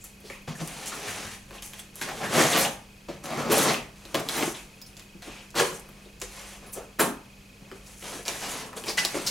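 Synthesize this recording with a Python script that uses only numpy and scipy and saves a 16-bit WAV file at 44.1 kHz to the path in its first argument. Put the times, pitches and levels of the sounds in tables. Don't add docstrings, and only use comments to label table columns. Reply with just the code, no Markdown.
import sys
import numpy as np
from scipy import signal
from scipy.fft import rfft, irfft, next_fast_len
from scipy.io import wavfile
from scipy.ndimage import uniform_filter1d, map_coordinates

SR = 44100
rng = np.random.default_rng(int(sys.argv[2]) if len(sys.argv) > 2 else 0)


def master(y):
    cut = np.clip(np.atleast_2d(y).T, -1, 1)
    pcm = np.round(cut * 32767)
    wavfile.write(sys.argv[1], SR, pcm.astype(np.int16))


def undo_db(level):
    steps = np.asarray(level, float) / 20
    return 10 ** steps


N = 410130

# frequency in Hz, level in dB per Hz.
HUSH_COLOUR = [(12, -28), (20, 9.5), (49, -10), (108, 4.5), (200, -3), (296, -4.5), (439, -6), (597, -9),
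               (963, -13.5), (2000, -14), (2500, -9), (3500, -17.5), (4260, -15.5), (14300, -26),
               (16400, -35)]
# frequency in Hz, likeness up to 1.
HUSH_LIKENESS = [(40, 1), (180, 0.99), (550, 0.6), (1650, 0.28), (4970, 0.77), (15000, 0.85)]
# frequency in Hz, level in dB rms.
DRIVE_TONES = [
    (150.7, -66),
    (199.2, -57),
    (10492, -77),
]
# centre in Hz, width in Hz, level in dB.
DRIVE_CASING = [
    (2350, 560, -4),
    (4440, 170, 18),
    (6640, 820, 16),
]
# frequency in Hz, decay by 60 dB in seconds.
ROOM_DECAY = [(100, 0.4), (400, 0.37), (1000, 0.44), (3000, 0.32), (8000, 0.24), (15000, 0.26)]
# frequency in Hz, side against mid in dB.
ROOM_WIDTH = [(50, -20), (120, -39), (300, -30), (700, -8.5), (1500, -4.5), (6000, -2.5), (10000, -1.5),
              (13000, -23)]
# frequency in Hz, left over right in dB.
LEFT_LOUDER = [(110, .3), (160, 1.4), (640, 1.1), (1400, .2), (15000, 0)]
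# frequency in Hz, phase by which the left leads in radians.
LEFT_EARLIER = [(110, .1), (160, .4), (600, .45), (1550, .33), (2410, .05), (16200, .1)]

# centre in Hz, width in Hz, level in dB.
BOOM_MODES = [
    (102, 13, -5.5),
    (152, 38, -0.5),
    (238, 18, -3.5),
]
# centre in Hz, width in Hz, level in dB.
PANEL_MODES = [(235, 79, -2), (344.6, 61, 1), (441, 41, 1.5), (543, 51, 0.5), (715, 190, -2.5),
               (853, 190, -3), (1110, 350, -6.5)]
# frequency in Hz, level in dB per Hz.
SCRAPE_COLOUR = [(150, -32), (530, 1), (900, 2), (1140, -1), (1530, 0), (2010, 1.5), (2370, 1.6),
                 (5210, -4.5), (5920, -5), (8000, -11), (10400, -71), (17600, -120)]
# frequency in Hz, level in dB per Hz.
FIZZ_COLOUR = [(3240, -23), (5500, -2.5), (5940, 3.5), (8300, 1), (10300, 2), (14800, -13), (15900, -15),
               (16400, -66)]

# start in seconds, pitch in Hz, level in dB, decay by 60 dB in seconds.
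RING_EVENTS = [(.041, 7600, -45, 0.093), (.3, 2270, -22, 0.014), (.478, 105, -25, 0.085),
               (0.613, 152, -29, 0.14), (0.926, 1300, -47, 0.032), (4.815, 5040, -43, 0.12),
               (6.217, 4900, -38, .05), (6.217, 3000, -42, .05), (8.768, 3400, -35, 0.05),
               (8.775, 4400, -39, .04), (6.665, 10400, -49.5, 0.2), (6.731, 7650, -40, 0.12),
               (6.731, 9200, -36, .08), (6.731, 13100, -41, 0.088), (6.731, 13880, -44, .06),
               (6.999, 7400, -27, 0.096), (6.992, 13000, -22, 0.097), (8.977, 1990, -15, 0.056)]
# start in seconds, peak in
# dB, pitch in Hz, length in seconds.
PAT_EVENTS = [(0.237, -44.5, 387, 0.03), (0.477, -33.5, 158, 0.025), (0.607, -35, 350, 0.044),
              (0.919, -33, 1290, 0.027), (1.052, -40.5, 102, 0.17), (1.24, -40.5, 102, .07),
              (5.143, -41.5, 185, 0.041), (5.271, -38, 254, 0.025), (5.598, -21.5, 420, 0.088),
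              (6.058, -46.5, 426, 0.019), (6.217, -36.5, 426, 0.031), (6.763, -35, 510, 0.089),
              (7.011, -28.5, 267, 0.11), (7.616, -42.5, 143, 0.016), (8.148, -40.5, 318, 0.039),
              (8.19, -40, 426, 0.019), (8.727, -40, 950, 0.031), (9.143, -28, 335, 0.027),
              (9.16, -29, 332, 0.051)]
# start in seconds, peak in dB, centre in Hz, length in seconds.
SCUFF_EVENTS = [(0.311, -39, 2320, 0.084), (0.343, -45.5, 1110, 0.04), (0.548, -39, 1790, .02),
                (0.605, -33.5, 670, 0.031), (0.612, -43, 1100, 0.046), (1.58, -38, 3000, 0.022),
                (1.793, -35.5, 8600, 0.026), (2.11, -29, 810, 0.036), (2.198, -28.5, 740, 0.056),
                (2.226, -27, 1660, 0.059), (2.4, -20, 1860, 0.047), (2.525, -19.5, 3600, 0.023),
                (2.647, -19.5, 2970, 0.02), (2.654, -23, 830, 0.022), (3.086, -31, 520, 0.013),
                (3.088, -32, 307, 0.014), (3.299, -30, 710, 0.057), (3.316, -34, 2040, 0.066),
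                (3.409, -35, 1200, 0.025), (3.495, -17.5, 415, 0.028), (3.568, -17.5, 610, 0.015),
                (3.654, -23.5, 760, 0.03), (3.759, -30, 2510, 0.063), (4.151, -33, 250, 0.041),
                (4.471, -20.5, 349.7, 0.021), (4.543, -33, 3520, 0.038), (4.365, -30, 13500, 0.065),
                (4.573, -43, 2520, 0.074), (4.862, -40.5, 5200, 0.021), (5.565, -28, 1040, 0.15),
                (6.995, -18.5, 10000, 0.066), (7.713, -36, 390, 0.03), (8.765, -39, 3240, .02),
                (8.777, -42, 4400, .015), (8.978, -20.5, 1640, 0.012), (8.982, -17, 2820, 0.017),
                (9.145, -31, 400, 0.062), (.001, -44.5, 7450, 0.093), (4.145, -25, 710, 0.028),
                (4.813, -40, 15000, .02), (4.86, -46, 9800, .06), (5.283, -42.5, 2540, 0.25),
                (6.054, -47, 4000, 0.013), (6.223, -37, 6900, 0.056), (6.719, -36, 13000, .04),
                (6.999, -20.5, 876, 0.069), (8.764, -34, 8400, 0.017), (8.881, -25, 5200, 0.019),
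                (9.139, -35.5, 149, 0.058), (8.977, -19.5, 5200, 0.039)]
# start in seconds, peak in dB, centre in Hz.
TICK_EVENTS = [(0.041, -31, 10500), (.204, -44, 11600), (.421, -51, 11500), (0.675, -28, 8900),
               (1.6232, -29, 3600), (1.7928, -31.5, 3080), (1.956, -31, 9907), (2.088, -24, 1540),
               (3.7426, -15, 2500), (4.198, -27, 10500), (4.968, -34, 4644), (4.995, -34, 4980),
               (5.222, -35, 3740), (5.796, -35, 9200), (6.2, -37, 7000), (8.253, -30, 4460),
               (8.2806, -14.5, 5030), (8.73, -34, 1500)]
# start in seconds, peak in dB, knock in dB, centre in Hz.
SNAP_EVENTS = [(0.2995, -33, 7.5, 2420), (0.4787, -53, -8, 1670), (0.5979, -44, -4.5, 1680),
               (1.508, -36, 2.5, 1560), (1.7345, -31, -13, 2640), (2.0142, -25.5, 4, 1520),
               (3.086, -39, 4, 2590), (3.238, -41, -13, 4030), (3.256, -26, -21, 2840),
               (4.0526, -33, -4, 3830), (4.1448, -15.5, 0.5, 3400), (4.1525, -16, -17, 2680),
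               (4.2875, -15.5, -11, 3900), (4.4257, -18, 5.5, 2320), (4.816, -33.5, -8, 5370),
               (5.5048, -39, -21, 6120), (5.8889, -41, 2, 12500), (6.2156, -25.5, -21, 6060),
               (7.7146, -36, 6, 2370), (8.8382, -30, 1, 3000), (9.0494, -11.5, -9, 4500)]
# start in seconds, peak in dB, knock in dB, centre in Hz, length in seconds.
CRUNCH_EVENTS = [(0.244, -35.5, -15, 4360, 0.066), (1.072, -23.5, -13, 1780, 0.046),
                 (2.3497, -20.5, 21, 1900, 0.0059), (3.499, -20, -15, 2760, 0.01),
                 (3.745, -35, -30, 2570, 0.04), (4.3774, -22, -15, 2160, 0.01),
                 (5.542, -28, 6, 1200, 0.014), (5.594, -8, -13, 1600, 0.013),
                 (6.727, -28, -27, 9200, 0.024), (6.991, -9, -1, 1520, 0.033),
                 (7.859, -35.5, -3, 6430, 0.034), (8.022, -30, -7, 2280, 0.0068),
                 (8.763, -34, -25, 3300, 0.025), (8.8754, -20.5, -4, 4870, 0.064),
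                 (8.979, -17, -30, 2020, 0.018), (9.2625, -10, -12, 5270, 0.033)]
# start in seconds, peak in dB, pitch in Hz.
TEAR_EVENTS = [(.677, -20, 9000), (.8596, -18, 9000), (.8709, -17, 7000), (.8745, -23, 7000),
               (.8761, -17, 7000), (.8798, -23, 8000), (.8907, -20, 6500), (.953, -21, 9000),
               (1.6225, -24, 12000), (1.663, -24, 13500), (1.734, -28, 12500), (1.7925, -24, 12500),
               (2.013, -20, 12000), (2.3406, -22, 12000), (2.3865, -13, 12000), (2.4688, -25, 12000),
               (2.5734, -7, 12000), (2.5797, -7, 12500), (2.5883, -5, 12000), (2.5967, -5, 12000),
               (2.6109, -6, 12000), (2.614, -9, 12000), (3.307, -30, 10000), (3.3279, -28, 11000),
               (3.3763, -30, 12000), (3.391, -27, 6000), (3.417, -31, 11000), (3.737, -20, 14000),
               (2.088, -28, 9000), (2.114, -32, 13500), (2.533, -17, 13000), (4.349, -21, 12000),
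               (4.371, -21, 12000), (4.383, -19, 11000), (3.5165, -10, 11000), (3.5204, -7, 8000),
               (3.5243, -4, 12500), (3.5288, -10, 12000), (3.5301, -9, 13000), (3.535, -6, 12500),
               (3.579, -11, 10500), (3.5818, -3, 12000), (3.5894, -9, 11000), (3.6173, -11, 11000),
               (3.632, -11, 12000), (3.6368, -12, 12000), (4.757, -42, 10000), (4.863, -36, 11000),
               (5.025, -36, 12000), (5.554, -22, 13000), (5.581, -19, 12000), (5.6971, -30, 12000),
               (5.727, -34, 14000), (5.92, -42, 12000), (6.665, -36, 11000), (8.23, -26, 9500),
               (8.268, -28, 10500), (8.838, -29, 13000), (8.862, -28, 13000)]

# start in seconds, rise in seconds, hold in seconds, speed in dB, pressure in dB.
DRAG_STROKES = [
    (.474, 0.0037, .001, -42, 3.5),
    (1, 0.076, 0.25, -43.5, -15),
    (1.05, 0.034, 0.082, -41.5, -13),
    (2.285, 0.028, 0.09, -40, 9),
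    (3.083, 0.0037, 0.00078, -46.5, 7),
    (3.24, 0.23, 0.026, -40, 12),
    (5.218, 0.0031, 0.16, -48, -18),
]
# start in seconds, rise in seconds, hold in seconds, speed in dB, pressure in dB.
HAND_STROKES = [(.22, 0.096, .001, -49, -7), (.57, 0.038, .001, -42, 1.5), (.6, 0.084, 0.25, -43, -4),
                (.914, 0.0024, 0.34, -42, -2), (1.48, 0.073, 0.00061, -48, 2.5),
                (1.7, 0.047, 0.063, -50, -9), (3.95, 0.32, .001, -45, 1.5), (4.5, 0.032, 0.45, -63.5, -1.5),
                (4.54, 0.0043, 0.011, -44, -18), (4.965, .005, 0.025, -56, -11),
                (5.25, 0.019, 0.013, -59, 13.5), (5.8, 0.011, 0.25, -61.5, 2),
                (6.25, 0.086, 0.2, -46.5, -6.5), (6.55, 0.085, 0.047, -56.5, 6.5),
                (6.73, 0.051, .001, -54.5, 15), (7.6, 0.14, 0.026, -58, 6), (7.78, 0.12, .04, -55, -44),
                (8.023, 0.0043, .001, -51.5, 10), (8.03, 0.014, 0.14, -43, -1.5),
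                (8.255, .005, 0.045, -38, -8.5), (8.28, 0.19, 0.076, -37.5, -6),
                (8.3, 0.01, 0.31, -42.5, -3), (8.42, 0.03, 0.12, -52.5, 9), (8.6, 0.035, 0.28, -65, 19),
                (8.84, 0.035, .001, -34, -1), (9, 0.048, 0.37, -40.5, -4.5),
                (9.141, 0.0046, 0.00093, -38.5, 7)]
# start in seconds, rise in seconds, hold in seconds, speed in dB, pressure in dB.
TAPE_STROKES = [(4.345, 0.011, 0.044, -42, 2), (.039, 0.0016, 0.0089, -54.5, -24),
                (.856, 0.005, 0.026, -46, -7), (1.621, 0.0052, 0.045, -48, -13),
                (1.94, 0.056, .001, -48, 0), (2.34, 0.066, .001, -28.5, 7), (2.55, 0.07, .001, -32, -14),
                (3.5, 0.023, 0.11, -33.5, -10), (4.3, 0.18, .001, -38.5, 2), (6.727, 0.003, 0.04, -54, -24),
                (.549, .004, .04, -54.5, -8), (1.29, 0.017, 0.027, -55, -13),
                (3.236, 0.0031, 0.017, -49.5, -3), (5.69, .02, 0.055, -52, 2),
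                (6.988, 0.01, 0.018, -33, 11), (7.97, 0.044, 0.13, -54.5, -24),
                (8.755, 0.017, 0.016, -45.5, 6)]
# start in seconds, rise in seconds, hold in seconds, speed in dB, pressure in dB.
BLADE_STROKES = [(2.012, 0.0013, 0.0076, -33, -4), (2.05, 0.045, 0.09, -41, 5),
                 (2.19, 0.05, 0.031, -37, 4.5), (2.24, 0.091, .001, -33, -5),
                 (2.325, 0.029, 0.081, -24.5, 3), (2.45, 0.0036, 0.18, -30.5, 3.5),
                 (2.45, 0.076, .001, -26, -10), (3.23, 0.078, 0.088, -42, 6.5),
                 (3.495, 0.018, 0.13, -29.5, 5.5), (3.62, 0.045, 0.051, -29, 4.5),
                 (4.142, 0.0033, 0.021, -33, 9.5), (4.281, 0.009, 0.1, -36.5, -23),
                 (4.3, 0.14, .001, -38.5, 10), (5.553, 0.0055, .01, -39, 4),
                 (5.553, 0.046, 0.00049, -23, -3.5), (6.213, 0.003, .001, -41, -19),
                 (8.972, 0.0025, 0.014, -28, -11.5)]
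RELEASE_SPEEDS = (0.67, 1.25, 1.13, 0.96)

# air in dB, fizz in dB, release in dB per second.
HAND_FEEL, BLADE_FEEL = (-9.5, -7, 157), (-9, -9.5, 171)
TAPE_FEEL, DRAG_FEEL = (-11, 0.85, 220), (0, -12.5, 123)
RISE_DB, AIR_GROWS, FIZZ_DULLS = 14.5, 0.71, 0.15
PATCH_DB, JUDDER_DB = 1.3, 1.6
BEAT_S, TICK_S, CHIRP_S = 0.04, 0.009, 0.023
ECHO_S, ECHO_DB, ECHO_TOP_HZ, ECHO_SMEAR_S = 0.0062, -2, 9000, 0.0015
SNAP_S, TICK_KNOCK_DB = 0.0037, -11
SCUFF_WIDTH, SCUFF_RISE = 0.32, 0.2
TOP_HZ = 15900


def unit(x):
    return x / np.sqrt(np.mean(x ** 2) + 1e-20)


def along(points, hz):
    f, v = np.transpose(points)
    return np.interp(np.log(hz + 1), np.log(f + 1), v)


def wobble(rate):
    coarse = np.arange(0, N + 32, 32)
    knots = rng.standard_normal(int(N * rate / SR) + 4)
    return np.interp(np.arange(N), coarse, map_coordinates(knots, [coarse * rate / SR]))


def filtered(x, response):
    length = x.shape[-1]
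    m = next_fast_len(length + 8192)
    hz = np.fft.rfftfreq(m, 1 / SR)
    return irfft(rfft(x, m) * response(hz), m)[..., :length]


def resonant(modes):
    def response(f):
        total = 0
        for k, (centre, width, db) in enumerate(modes):
            damping = 1j * f * width
            total = total + (-1) ** k * undo_db(db) * damping / (centre * centre - f * f + damping)
        return total
    return response


def add(track, s, sound):
    part = track[round(s * SR):][:len(sound)]
    part += sound[:len(part)]


def hush():
    def mid_and_side(f):
        angle = np.arccos(np.clip(along(HUSH_LIKENESS, f), -1, 1)) / 2
        return undo_db(along(HUSH_COLOUR, f)) * [np.cos(angle), np.sin(angle)]
    mid, side = filtered(rng.standard_normal((2, N)), mid_and_side)
    return undo_db(-53) * unit(np.array([mid + side, mid - side]))


def drive():
    t = np.arange(N) / SR
    tones = np.zeros(N)
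    for hz, db in DRIVE_TONES:
        level = np.sqrt(2) * undo_db(db + 0.63 * wobble(4.68))
        tones += level * np.sin(2 * np.pi * hz * t + 0.46 * wobble(2.93))
    rumble = unit(filtered(rng.standard_normal(N), lambda f: resonant([(46, 18, 0)])(f) ** 2))
    whir = unit(filtered(rng.standard_normal(N), resonant(DRIVE_CASING)))

    beat = ((t - TICK_S) // BEAT_S).astype(int) + 1
    since = (t - TICK_S) % BEAT_S
    tick_db, chirp_db = rng.standard_normal((beat.max() + 1, 2))[beat].T
    click = np.sin(2 * np.pi * 2250 * since) + 0.7 * np.sin(2 * np.pi * 2950 * since)
    click *= np.exp(-since / 0.002)
    blip = np.exp(-((since - 0.0045) / 0.0028) ** 2) * np.sin(2 * np.pi * 3250 * since)
    blip *= undo_db(-7 * (beat % 2))
    chirp = np.exp(-((since + TICK_S - CHIRP_S) / 0.0075) ** 4)
    chirp *= undo_db(2.2 * chirp_db) * np.sin(2 * np.pi * 2520 * since + 0.4 * wobble(200))
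    ticking = undo_db(tick_db) * (undo_db(-52) * click + undo_db(-54) * blip) + undo_db(-56.5) * chirp
    return tones + undo_db(-57) * rumble + ticking + undo_db(-69) * whir


def room(x):
    hop = SR // 3
    out = np.zeros((2, N + 2 * SR))
    window = np.hanning(2 * hop + 1)[:-1]
    padded = np.pad(x, (hop, 2 * hop))
    for start in range(0, N + hop, hop):
        hz, t, z = signal.stft(rng.standard_normal((2, SR * 6 // 10)), SR, nperseg=256)
        rise = 1 - np.exp(-(t / 0.00077) ** 2)
        decay = undo_db(-60 * t / along(ROOM_DECAY, hz)[:, None])
        tail = signal.istft(z * rise * decay, SR, nperseg=256)[1]
        tail = tail / np.linalg.norm(tail[0])
        piece = padded[start:start + 2 * hop] * window
        wet = signal.fftconvolve(piece[None], tail, axes=1)
        out[:, start:start + wet.shape[1]] += wet
    mid, side = out[:, hop:hop + N]
    side = filtered(side, lambda f: undo_db(along(ROOM_WIDTH, f)))
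    return np.array([mid + side, mid - side])


def wall(x):
    t = np.arange(SR // 50) / SR
    burst = rng.standard_normal(len(t)) * undo_db(-20 * t / ECHO_SMEAR_S)
    late = lambda f: np.exp(-2j * np.pi * f * ECHO_S) / (1 + 1j * f / ECHO_TOP_HZ)
    echo = filtered(burst / np.linalg.norm(burst), late)
    return undo_db(ECHO_DB) * signal.oaconvolve(x, echo)[:N]


def rings():
    out, t = np.zeros(N), np.arange(SR // 4) / SR
    for s, hz, db, t60 in RING_EVENTS:
        shiver = (0.03 + 0.2 * (hz / 1e4) ** 3) * np.cumsum(rng.standard_normal(len(t)))
        shape = undo_db(db - 60 * t / t60) * (1 - np.exp(-t / 0.004))
        add(out, s, shape * np.sin(2 * np.pi * hz * t + shiver))
    return out


def pats():
    thuds, t = np.zeros(N), np.arange(SR // 5) / SR
    for s, db, hz, length in PAT_EVENTS:
        push = rng.standard_normal(len(t)) * undo_db(-20 * t / length) * (1 - np.exp(-t / 0.005))
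        tone = resonant([(hz, 0.5 * hz, 0)])
        ring = filtered(push, lambda f: tone(f) ** 2 + 0.067 * resonant(PANEL_MODES)(f))
        add(thuds, s, undo_db(db) * ring / np.abs(ring).max())
    return thuds


def scuffs():
    out, t = np.zeros(N), np.arange(SR // 6) / SR
    for s, db, hz, length in SCUFF_EVENTS:
        shape = undo_db(-20 * t / length) * (1 - np.exp(-t / (SCUFF_RISE * length)))
        tone = resonant([(hz, SCUFF_WIDTH * hz, 0)])
        band = filtered(rng.standard_normal(len(t)) * shape, lambda f: tone(f) ** 2)
        add(out, s, undo_db(db - 4) * band / np.abs(band).max())
    return out


def contacts(table, rise, width, crack_db, push_db):
    cracks, pushes, t = np.zeros(N), np.zeros(N), np.arange(SR // 8) / SR
    for s, db, knock_db, hz, length in table:
        shape = undo_db(-20 * t / (length + 0.0008)) * (1 - np.exp(-t / (rise * length + 0.0001)))
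        tone = resonant([(hz, width * hz, 0)])
        bright = lambda f: (1j * f / (0.5 * hz + 1j * f)) ** 2
        crack = filtered(rng.standard_normal(len(t)) * shape, lambda f: tone(f) + 0.064 * bright(f))
        add(cracks, s, undo_db(db + crack_db) * crack / np.abs(crack).max())
        add(pushes, s, undo_db(db + knock_db + push_db) * rng.standard_normal(len(t)) * shape)
    return cracks + filtered(pushes, resonant(PANEL_MODES))


def tears():
    clicks, t = np.zeros(N), np.arange(SR // 200) / SR
    for s, db, hz in TEAR_EVENTS:
        add(clicks, s, undo_db(db - 5 - 60 * t / 0.001) * np.sin(2 * np.pi * hz * t))
    return clicks


def slips(rate, spread_db, smooth):
    chance, size, sign = rng.random(N), rng.exponential(1, N), rng.standard_normal(N)
    kicks = (chance < rate / SR) * np.sign(sign) * undo_db(spread_db * np.minimum(size, 4))
    return np.sqrt(1 - smooth) * unit(kicks) + np.sqrt(smooth) * rng.standard_normal(N)


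def patchy(x):
    z = signal.stft(x, nperseg=512)[2]
    field = uniform_filter1d(rng.standard_normal(z.shape), 8, 0)
    field = uniform_filter1d(field, 8, 1)
    return signal.istft(z * undo_db(PATCH_DB * unit(field)), nperseg=512)[1][:N]


def strokes():
    t, power = np.arange(0, N / SR + 0.002, 0.001), 1e-12
    kinds = ((HAND_STROKES, HAND_FEEL), (BLADE_STROKES, BLADE_FEEL),
             (TAPE_STROKES, TAPE_FEEL), (DRAG_STROKES, DRAG_FEEL))
    for table, (air_db, fizz_db, release) in kinds:
        for s, rise, hold, db, press_db in table:
            top = s + rise
            up_db = np.where(t < s, -200, RISE_DB * np.minimum((t - top) / rise, 0))
            down_db = release * np.outer(RELEASE_SPEEDS, np.maximum(t - top - hold, 0))
            mix_db = [[air_db + AIR_GROWS * press_db], [press_db], [0], [fizz_db - FIZZ_DULLS * press_db]]
            power = power + undo_db(db + up_db - down_db + mix_db) ** 2
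    return [np.interp(np.arange(N) / SR, t, 10 * np.log10(p)) for p in power]


def rubbing():
    boom_db, panel_db, scrape_db, fizz_db = strokes()
    judder_db = JUDDER_DB * wobble(30)
    fizz_judder_db = JUDDER_DB * wobble(40)
    boom = unit(filtered(slips(300, 3.9, smooth=0.47), resonant(BOOM_MODES)))
    panels = unit(filtered(patchy(slips(700, 2.0, smooth=0.5)), resonant(PANEL_MODES)))
    scrape = unit(filtered(patchy(slips(1500, 3.6, smooth=0.66)), lambda f: undo_db(along(SCRAPE_COLOUR, f))))
    fizz = unit(filtered(patchy(slips(1200, 4, smooth=0.7)), lambda f: undo_db(along(FIZZ_COLOUR, f))))
    body = undo_db(boom_db - 4.5) * boom + undo_db(panel_db - 6.5 + judder_db) * panels
    skin = undo_db(scrape_db - 5 + judder_db) * scrape + undo_db(fizz_db - 2.5 + fizz_judder_db) * fizz
    return body + skin


def scene():
    quick = [(s, db, knock_db, hz, SNAP_S) for s, db, knock_db, hz in SNAP_EVENTS]
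    quick += [(s, db, TICK_KNOCK_DB, hz, SNAP_S) for s, db, hz in TICK_EVENTS]
    sharp = contacts(quick, 0.021, 0.4, crack_db=-3, push_db=10.5) + tears()
    crunches = contacts(CRUNCH_EVENTS, 0.54, 0.34, crack_db=-9, push_db=7)
    table = rubbing() + sharp + crunches + pats() + rings() + scuffs() + wall(sharp)
    table = filtered(table, lambda f: (1j * f / (95 + 1j * f)) ** 2)
    heard = undo_db(4.5) * table + undo_db(-2) * room(table)

    def lean(f):
        left_over_right = undo_db(along(LEFT_LOUDER, f)) * np.exp(1j * along(LEFT_EARLIER, f))
        return left_over_right ** np.array([[0.5], [-0.5]])
    return filtered(heard, lean) + drive() + hush()


def roll_off(x):
    return signal.sosfilt(signal.butter(12, 16620, fs=SR, output="sos"), x)


def record(dry):
    kept = filtered(dry, lambda f: undo_db(-np.clip(f - TOP_HZ, 0, 1500) / 9))
    return roll_off(kept)


dry = scene()
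out = record(dry)
master(out)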